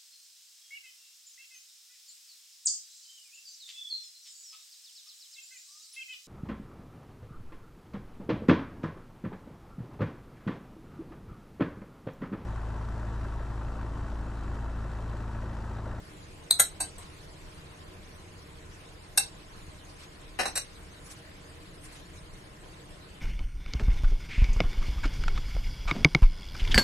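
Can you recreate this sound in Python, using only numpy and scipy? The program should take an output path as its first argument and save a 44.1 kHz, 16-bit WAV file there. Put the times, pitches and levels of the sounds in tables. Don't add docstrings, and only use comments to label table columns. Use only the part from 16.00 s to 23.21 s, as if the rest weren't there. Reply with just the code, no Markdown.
import sys
import numpy as np
from scipy import signal
from scipy.fft import rfft, irfft, next_fast_len
from scipy.io import wavfile
from scipy.ndimage import uniform_filter1d, map_coordinates

SR = 44100
rng = np.random.default_rng(int(sys.argv[2]) if len(sys.argv) > 2 else 0)


def rack_gain(trim_db):
    fader = np.asarray(trim_db, float)
    return 10 ** (fader / 20)


def put_to_file(sound):
    columns = np.atleast_2d(sound).T
    safe = np.clip(columns, -1, 1)
    whole_steps = np.round(safe * 32767)
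    wavfile.write(sys.argv[1], SR, whole_steps.astype(np.int16))


N = 317818
SPAN = SR // 3


def unit(x):
    return x / np.sqrt(np.mean(x ** 2) + 1e-20)


def along(points, hz):
    f, value = np.transpose(points)
    return np.interp(np.log(hz + 1), np.log(f + 1), value)


def wobble(rate):
    knots = rng.standard_normal(int(N * rate / SR) + 4)
    return map_coordinates(knots, [np.arange(N) * rate / SR])


def smooth(field, bins, frames):
    return uniform_filter1d(uniform_filter1d(field, size=bins, axis=0), size=frames, axis=1)


def filtered(x, response):
    n = x.shape[-1]
    m = next_fast_len(n + 8192)
    return irfft(rfft(x, m) * response(np.fft.rfftfreq(m, 1 / SR)), m)[..., :n]


# frequency in Hz, lead of the left port in radians.
PORT_LEAD = [(0, 2), (340, -0.14), (1210, -3), (1720, -4.5), (3600, -9.5), (6370, -21.5), (13100, -44),
             (15400, 11.5)]


def rush(spectrum, alike, patchy_db):
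    z = signal.stft(rng.standard_normal((2, N + 512)), nperseg=512)[2]
    patches = unit(smooth(rng.standard_normal(z.shape[1:]), 6, 10))
    pair = signal.istft(z * rack_gain(patchy_db * patches), nperseg=512)[1][:, :N]

    def mid_side(hz):
        angle = np.arccos(np.clip(along(alike, hz), -1, 1)) / 2
        return rack_gain(along(spectrum, hz)) * [np.cos(angle), np.sin(angle)]

    mid, side = filtered(pair, mid_side)
    left_right = np.array([mid + side, mid - side])
    return unit(filtered(left_right, lambda hz: np.exp(.5j * along(PORT_LEAD, hz) * [[1], [-1]])))


# frequency in Hz, density in dB per Hz.
HUM_SPECTRUM = [(8.8, -37), (15, -7.5), (40, -6), (200, -11.5), (232, -19), (280, -16), (470, -20),
                (780, -46)]
HISS_SPECTRUM = [(310, -15), (520, -2.5), (2040, -6.5), (4750, -13.5), (5600, -18), (8550, -16),
                 (12700, -26), (13600, -40.5)]
# frequency in Hz, left-right likeness from -1 to 1.
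DIFFUSE_ALIKE = [(60, 1), (130, 0.98), (290, 0.82), (640, 0.26), (1410, 0.15), (3100, 0.018), (6820, 0.085),
                 (15000, 0.49)]
# frequency in Hz, width in Hz, lift in dB.
DRONES = [(31.1, 12, 7.5), (82.5, 17, 7), (154, 30, 4), (305.4, 22, 9), (371.4, 22, 6.5), (465.4, 22, 6.5),
          (616, 19, 5.5), (1040, 49, 4.5)]


def house():
    hum = rack_gain(-53 + 0.57 * wobble(3.03)) * rush(HUM_SPECTRUM, DIFFUSE_ALIKE, patchy_db=0.5)
    hiss = rack_gain(-53.5 + 0.19 * wobble(5.05)) * rush(HISS_SPECTRUM, DIFFUSE_ALIKE, patchy_db=1.47)

    def drones(hz):
        return rack_gain(sum(db * np.exp(-((hz - centre) / width) ** 2) for centre, width, db in DRONES))

    return filtered(hum + hiss, drones)


# frequency in Hz, side minus mid in dB.
BOWL_WIDE = [(200, -8), (700, -1.5), (1300, 2.5), (2400, -1), (4400, -2), (8000, -3.5), (12000, 3)]


def ringing(force, modes):
    centre, width, gain_db = np.transpose(modes)[:, :, None]
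    width = width + 15
    each = filtered(force, lambda f: 1j * f * width / (centre * centre - f * f + 1j * f * width))
    each *= rack_gain(gain_db) * np.sqrt(width) / np.linalg.norm(each, axis=1, keepdims=True)
    beam = rack_gain(along(BOWL_WIDE, centre)) * np.exp(2j * np.pi * rng.random(centre.shape))
    mid = each.sum(0)
    side = np.real(beam * signal.hilbert(each)).sum(0)
    return np.array([mid, side]) / np.abs(mid).max()


# frequency in Hz, reverberation time T60 in seconds.
KITCHEN_T60 = [(300, 0.2), (1500, 0.18), (5000, 0.22), (12000, 0.13)]


def kitchen(x):
    hz, t, z = signal.stft(rng.standard_normal((2, SPAN)), SR, nperseg=256)
    decay = rack_gain(-60 * t / along(KITCHEN_T60, hz)[:, None])
    tail = signal.istft(z * decay, SR, nperseg=256)[1][:, :SPAN]
    tail = tail * np.clip(np.arange(SPAN) / SR / 0.011 - .3, 0, 1)
    return signal.fftconvolve(x[None], tail / np.linalg.norm(tail[0]), axes=1)[:, :SPAN]


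# time in seconds, level in dB relative to the contact.
BOUNCES = [(0.506, -21.5), (0.5905, -17), (0.593, -16.5), (0.6056, -1), (0.65, -34), (0.818, -7),
           (3.192, -17), (3.206, -24.5), (4.433, -6), (4.480, -4), (4.576, -3)]


def chatter(t, s, db, rise, hold):
    t60 = 0.01 if db > -15 else 0.089
    attack = np.clip((t - s) / rise, 0, 1) ** 2
    force = attack * rack_gain(-60 * np.maximum(t - s - rise - hold, 0) / t60)
    for at, relative_db in BOUNCES:
        force += (at < s + .058) * (t > at) * rack_gain(relative_db - 60 * np.abs(t - at) / 0.036)
    return force


# start in seconds, level in dB, rise in seconds, chatter in seconds,
# level of the low modes in dB.
CONTACTS = [
    (0.5079, -6, 0.0013, 0.0025, -19),
    (0.5947, -7, 0.0023, 0.0063, -9.5),
    (0.7974, -20.5, 0.0089, 0.002, -8.5),
    (0.9817, -37.5, .001, 0.003, -9.5),
    (3.1741, -9.5, 0.00095, 0.01, -10),
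    (4.387, -26.5, 0.0032, 0.022, 5),
    (4.452, -26.5, 0.0039, 0.0074, -2.5),
    (4.551, -19, 0.0059, 0.019, -5),
]
# frequency in Hz, or width in Hz.
GLASS_HZ = [3900, 4025, 4530, 5570, 5650, 6360, 6830, 7060, 7550, 8010]
GLASS_WIDTH_HZ = [45, 45, 80, 30, 39.5, 35, 80, 40, 70, 29.3]
STEEL_HZ = [8260, 8565, 9050, 9660, 9810, 9960, 10700, 11120, 11790, 12110, 12500]
STEEL_WIDTH_HZ = [35, 25, 150, 40, 30, 50.2, 50, 35, 45, 45, 35]
# glass modes in dB, steel modes in dB.
RIM = [0.5, 6, -17, -33.5, -33.5, -7, -27, -24, -19.5, -16], [-1, 6, -19, -30, -22, -16, -17, -32.5, -7.5,
       -9.5, -12.5]
WALL = [-11, -15.5, -26.5, -18, -28, -11.5, -11, -21, -22, -6], [-1.5, 1, -18.5, -11, -8.5, -17.5, -12, -9,
        -3.5, -29.5, -38]
SCOOP = [-29, -7.5, -11.5, -25, -10.5, -11.5, -27, -9.5, -16, -7], [3, 2.5, -24.5, -5.5, -16, -15.5, -37.5,
         -23, -28, -19, -39.5]
TICK = [-25, -20, -24, -25, -25, -15, -24, -24, -21.5, -4], [4, -14, -15, -16.5, -23.5, -22, -30, -31, -31,
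        -14, -22]
DROP = [-9.5, -7.5, -7.5, -3.5, -10.5, -9.5, -23, -16.5, -23.5, -10], [-13, 2.5, -17, -3, -20, -3, -13, -7,
        -30, -24, -47]
COUNTER = [-5, 2.5, -14, -1.5, -7, -6.5, -22, -23.5, -6.5, -14], [2, -14.5, -14, -3.5, -12, -23, -25, -20,
           -31, -21, -38]
SLIDE = [-8, -4, -6.5, -7, -2.5, -3, -25.5, -29, -4, -12], [0, -2, -15, -2, -3.5, -15.5, -11.5, -28, -32,
         -4, -40]
# frequency in Hz, width in Hz, level in dB.
LOW_RIM = [(731, 48, -8.5), (1035, 190, -2.5), (1845, 14, -1.5), (2720, 21, -15), (3150, 25, -15)]
LOW_WALL = [(740, 120, -1), (1377, 120, -1.5), (1597, 24, 4), (2027, 38, 2.5), (2590, 32, -12),
            (3310, 160, -8.5)]
LOW_SCOOP = [(312, 12, 0), (750, 110, 2), (1580, 22, 2.5), (2060, 50, -11.5), (2630, 35, -4.5)]
LOW_DROP = [(806, 38, -5.5), (1054, 51, -16.5), (1583, 100, -1), (2110, 39, -8), (2697, 35, 3.5)]
LOW_COUNTER = [(580, 42, 0), (754, 110, 4), (1116, 50, 1), (1570, 300, -2.7), (1750, 410, 0),
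               (2010, 120, -4.5), (2340, 50, -8.5), (2480, 45, 3.5), (2670, 65, 3), (2800, 30, -10.5),
               (3120, 25, -25)]
# frequency in Hz, density in dB per Hz.
CLACK_HAND = [(180, -53), (300, -19), (1600, -17), (3990, -16), (5200, -27), (8370, 0), (12100, -30.5),
              (14000, -64.5)]
CLACK_COUNTER = [(29, -37), (50, -13.5), (770, 5), (3800, -15.5), (6200, -11), (7100, -26), (12200, -43),
                 (14000, -92)]
# frequency in Hz, gain in dB.
COUNTER_TOP = [(11500, 0), (12300, -5), (12600, -30), (13000, -40)]


def bowl():
    out = np.zeros((2, N + SPAN))
    spots = [RIM, WALL, SCOOP, TICK, DROP, COUNTER, COUNTER, SLIDE]
    lows = [LOW_RIM, LOW_WALL, LOW_SCOOP, LOW_RIM, LOW_DROP] + [LOW_COUNTER] * 3
    hand, counter = (CLACK_HAND, -2.5), (CLACK_COUNTER, 1.6)  # spectrum, dB against the ring
    clacks = [hand] * 5 + [counter] * 2 + [hand]
    lean, room_db = .08, -6
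    for contact, (glass, steel), low, (clack, clack_db) in zip(CONTACTS, spots, lows, clacks):
        s, db, rise, hold, low_db = contact
        start = round(s * SR) - 400
        t = (start + np.arange(SPAN)) / SR
        force = chatter(t, s, db, rise, hold)
        uneven = rack_gain(1.44 * rng.standard_normal(SPAN))
        bounces = force * rng.standard_normal((2, SPAN)) * uneven

        thin = np.transpose([GLASS_HZ + STEEL_HZ, GLASS_WIDTH_HZ + STEEL_WIDTH_HZ, glass + steel])
        if s > 3:
            thin = thin + np.array([0, 22, 0])
        ring = ringing(bounces[0], thin) + rack_gain(low_db) * ringing(bounces[0], low)

        noise = filtered(bounces * np.sqrt(force),
                         lambda hz: rack_gain(along(clack, hz)) * [hz ** 0, rack_gain(along(BOWL_WIDE, hz))])
        noise = rack_gain(clack_db + 0.31 * low_db) * noise / np.abs(noise[0]).max()

        mid, side = ring + noise
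        direct = np.array([mid * (1 + lean) + side, mid * (1 - lean) - side])
        heard = direct + rack_gain(room_db) * kitchen(mid)
        if s > 4:
            heard = filtered(heard, lambda hz: rack_gain(along(COUNTER_TOP, hz)))
        out[:, start:start + SPAN] += rack_gain(db) * heard
    return out[:, :N]


# middle in seconds, half length in seconds, level in dB, share of leaf from 0 to 1.
STROKES = [(1.027, .03, -57, 0.3), (1.245, 0.013, -61.5, 1), (3.588, .03, -59, 0.3),
           (3.921, 0.019, -56, 0.3), (4.026, 0.028, -50.5, 0.05), (4.163, 0.023, -66, 0.1),
           (4.314, 0.017, -77.5, .4), (4.948, 0.016, -64, 0), (5.085, 0.028, -53.5, 0.8),
           (5.122, 0.016, -47.5, 0.93), (5.186, 0.023, -57, .5), (5.3, 0.035, -73.5, 0.6),
           (5.861, 0.025, -51, 0.9), (5.92, .03, -54.5, .7), (5.965, .03, -55.5, 0.4),
           (6.148, .04, -62, 0.8)]
# frequency in Hz, density in dB per Hz.
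LEAF_SPECTRUM = [(880, -36.5), (1500, 3.5), (2250, -0.5), (4050, -3.5), (9490, 5), (12500, -8),
                 (13200, -20), (13600, -40.5)]
CLOTH_SPECTRUM = [(590, -36), (1000, -11), (2980, -7.5), (4200, -10), (8330, -19.5), (12400, -27),
                  (14000, -44)]
# frequency in Hz, left-right likeness.
LEAF_ALIKE = [(2000, .1), (6000, .3), (10000, 0.2)]


def fingers():
    t = np.arange(N) / SR
    leaf_power, cloth_power = np.zeros(N), np.zeros(N)
    for middle, half, db, share in STROKES:
        power = rack_gain(2 * db) * np.exp(-((t - middle) / half) ** 2)
        leaf_power += power * share
        cloth_power += power * (1 - share)
    leaf = np.sqrt(leaf_power) * rush(LEAF_SPECTRUM, LEAF_ALIKE, patchy_db=1.5)
    cloth = np.sqrt(cloth_power) * rush(CLOTH_SPECTRUM, DIFFUSE_ALIKE, patchy_db=1.5)
    return rack_gain(2.5 * wobble(70)) * (leaf + cloth)


def scene():
    return house() + bowl() + fingers()


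def blotches(shape, bins, frames):
    return unit(smooth(rng.standard_normal(shape), bins, frames))


# frequency in Hz, spread in dB.
COARSE = [(2000, 0.2), (4000, 3), (8000, 4.5), (12000, 3)]
# frequency in Hz, level against its neighbours in dB.
DROPOUT = [(2200, -40), (3000, -8), (6000, -6), (9500, -5.5), (11000, -4.3), (12500, -3.6)]
# frequency in Hz, threshold in spreads.
MONO = [(6200, -9), (6400, -.3), (9300, -.1), (10300, .6), (12500, 1.2)]


def dropouts(x):
    hz, _, z = signal.stft(x, SR, nperseg=1024)
    shape = z[0].shape
    frame = np.sum(np.abs(z[0, 60:]) ** 2, axis=0)
    quiet = 1 / (1 + frame / np.median(frame) / 30)
    z = z * rack_gain(quiet * along(COARSE, hz)[:, None] * blotches(shape, 14, 2))

    band = np.abs(smooth(np.abs(z[0]) ** 2, 7, 3)) + 1e-20
    usual = band / np.median(band, axis=1, keepdims=True)
    sunk = 10 * np.log10(usual / uniform_filter1d(usual, size=61, axis=0)) - along(DROPOUT, hz)[:, None]
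    buried = 10 * np.log10(band / uniform_filter1d(band, size=161, axis=0)) + 20
    buried = buried + 60 * (hz < 4500)[:, None]
    z *= rack_gain(-18 * np.clip(.5 - np.minimum(sunk, buried) / 1.3, 0, 1))
    z[1] *= blotches(shape, 9, 6) > along(MONO, hz)[:, None] - 1.5 * (1 - quiet)
    return signal.istft(z, SR, nperseg=1024)[1][:, :N]


def low_pass(x):
    return signal.sosfilt(signal.butter(12, 15820, fs=SR, output="sos"), x)


# frequency in Hz, gain in dB.
MIC = [(13000, -0.16), (13350, -29), (13800, -34), (15700, -38), (16200, -82)]
# frequency in Hz, gain in dB.
NARROWING = [(3000, -0.16), (5500, 1), (7500, -9), (12000, -2.5)]


def record(dry):
    kept = dropouts(np.array([dry[0] + dry[1], dry[0] - dry[1]]) / 2)
    mid, side = filtered(kept, lambda hz: rack_gain(along(MIC, hz)) * [hz ** 0, rack_gain(along(NARROWING, hz))])
    return low_pass(np.array([mid + side, mid - side]))


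dry = scene()
out = record(dry)
put_to_file(out)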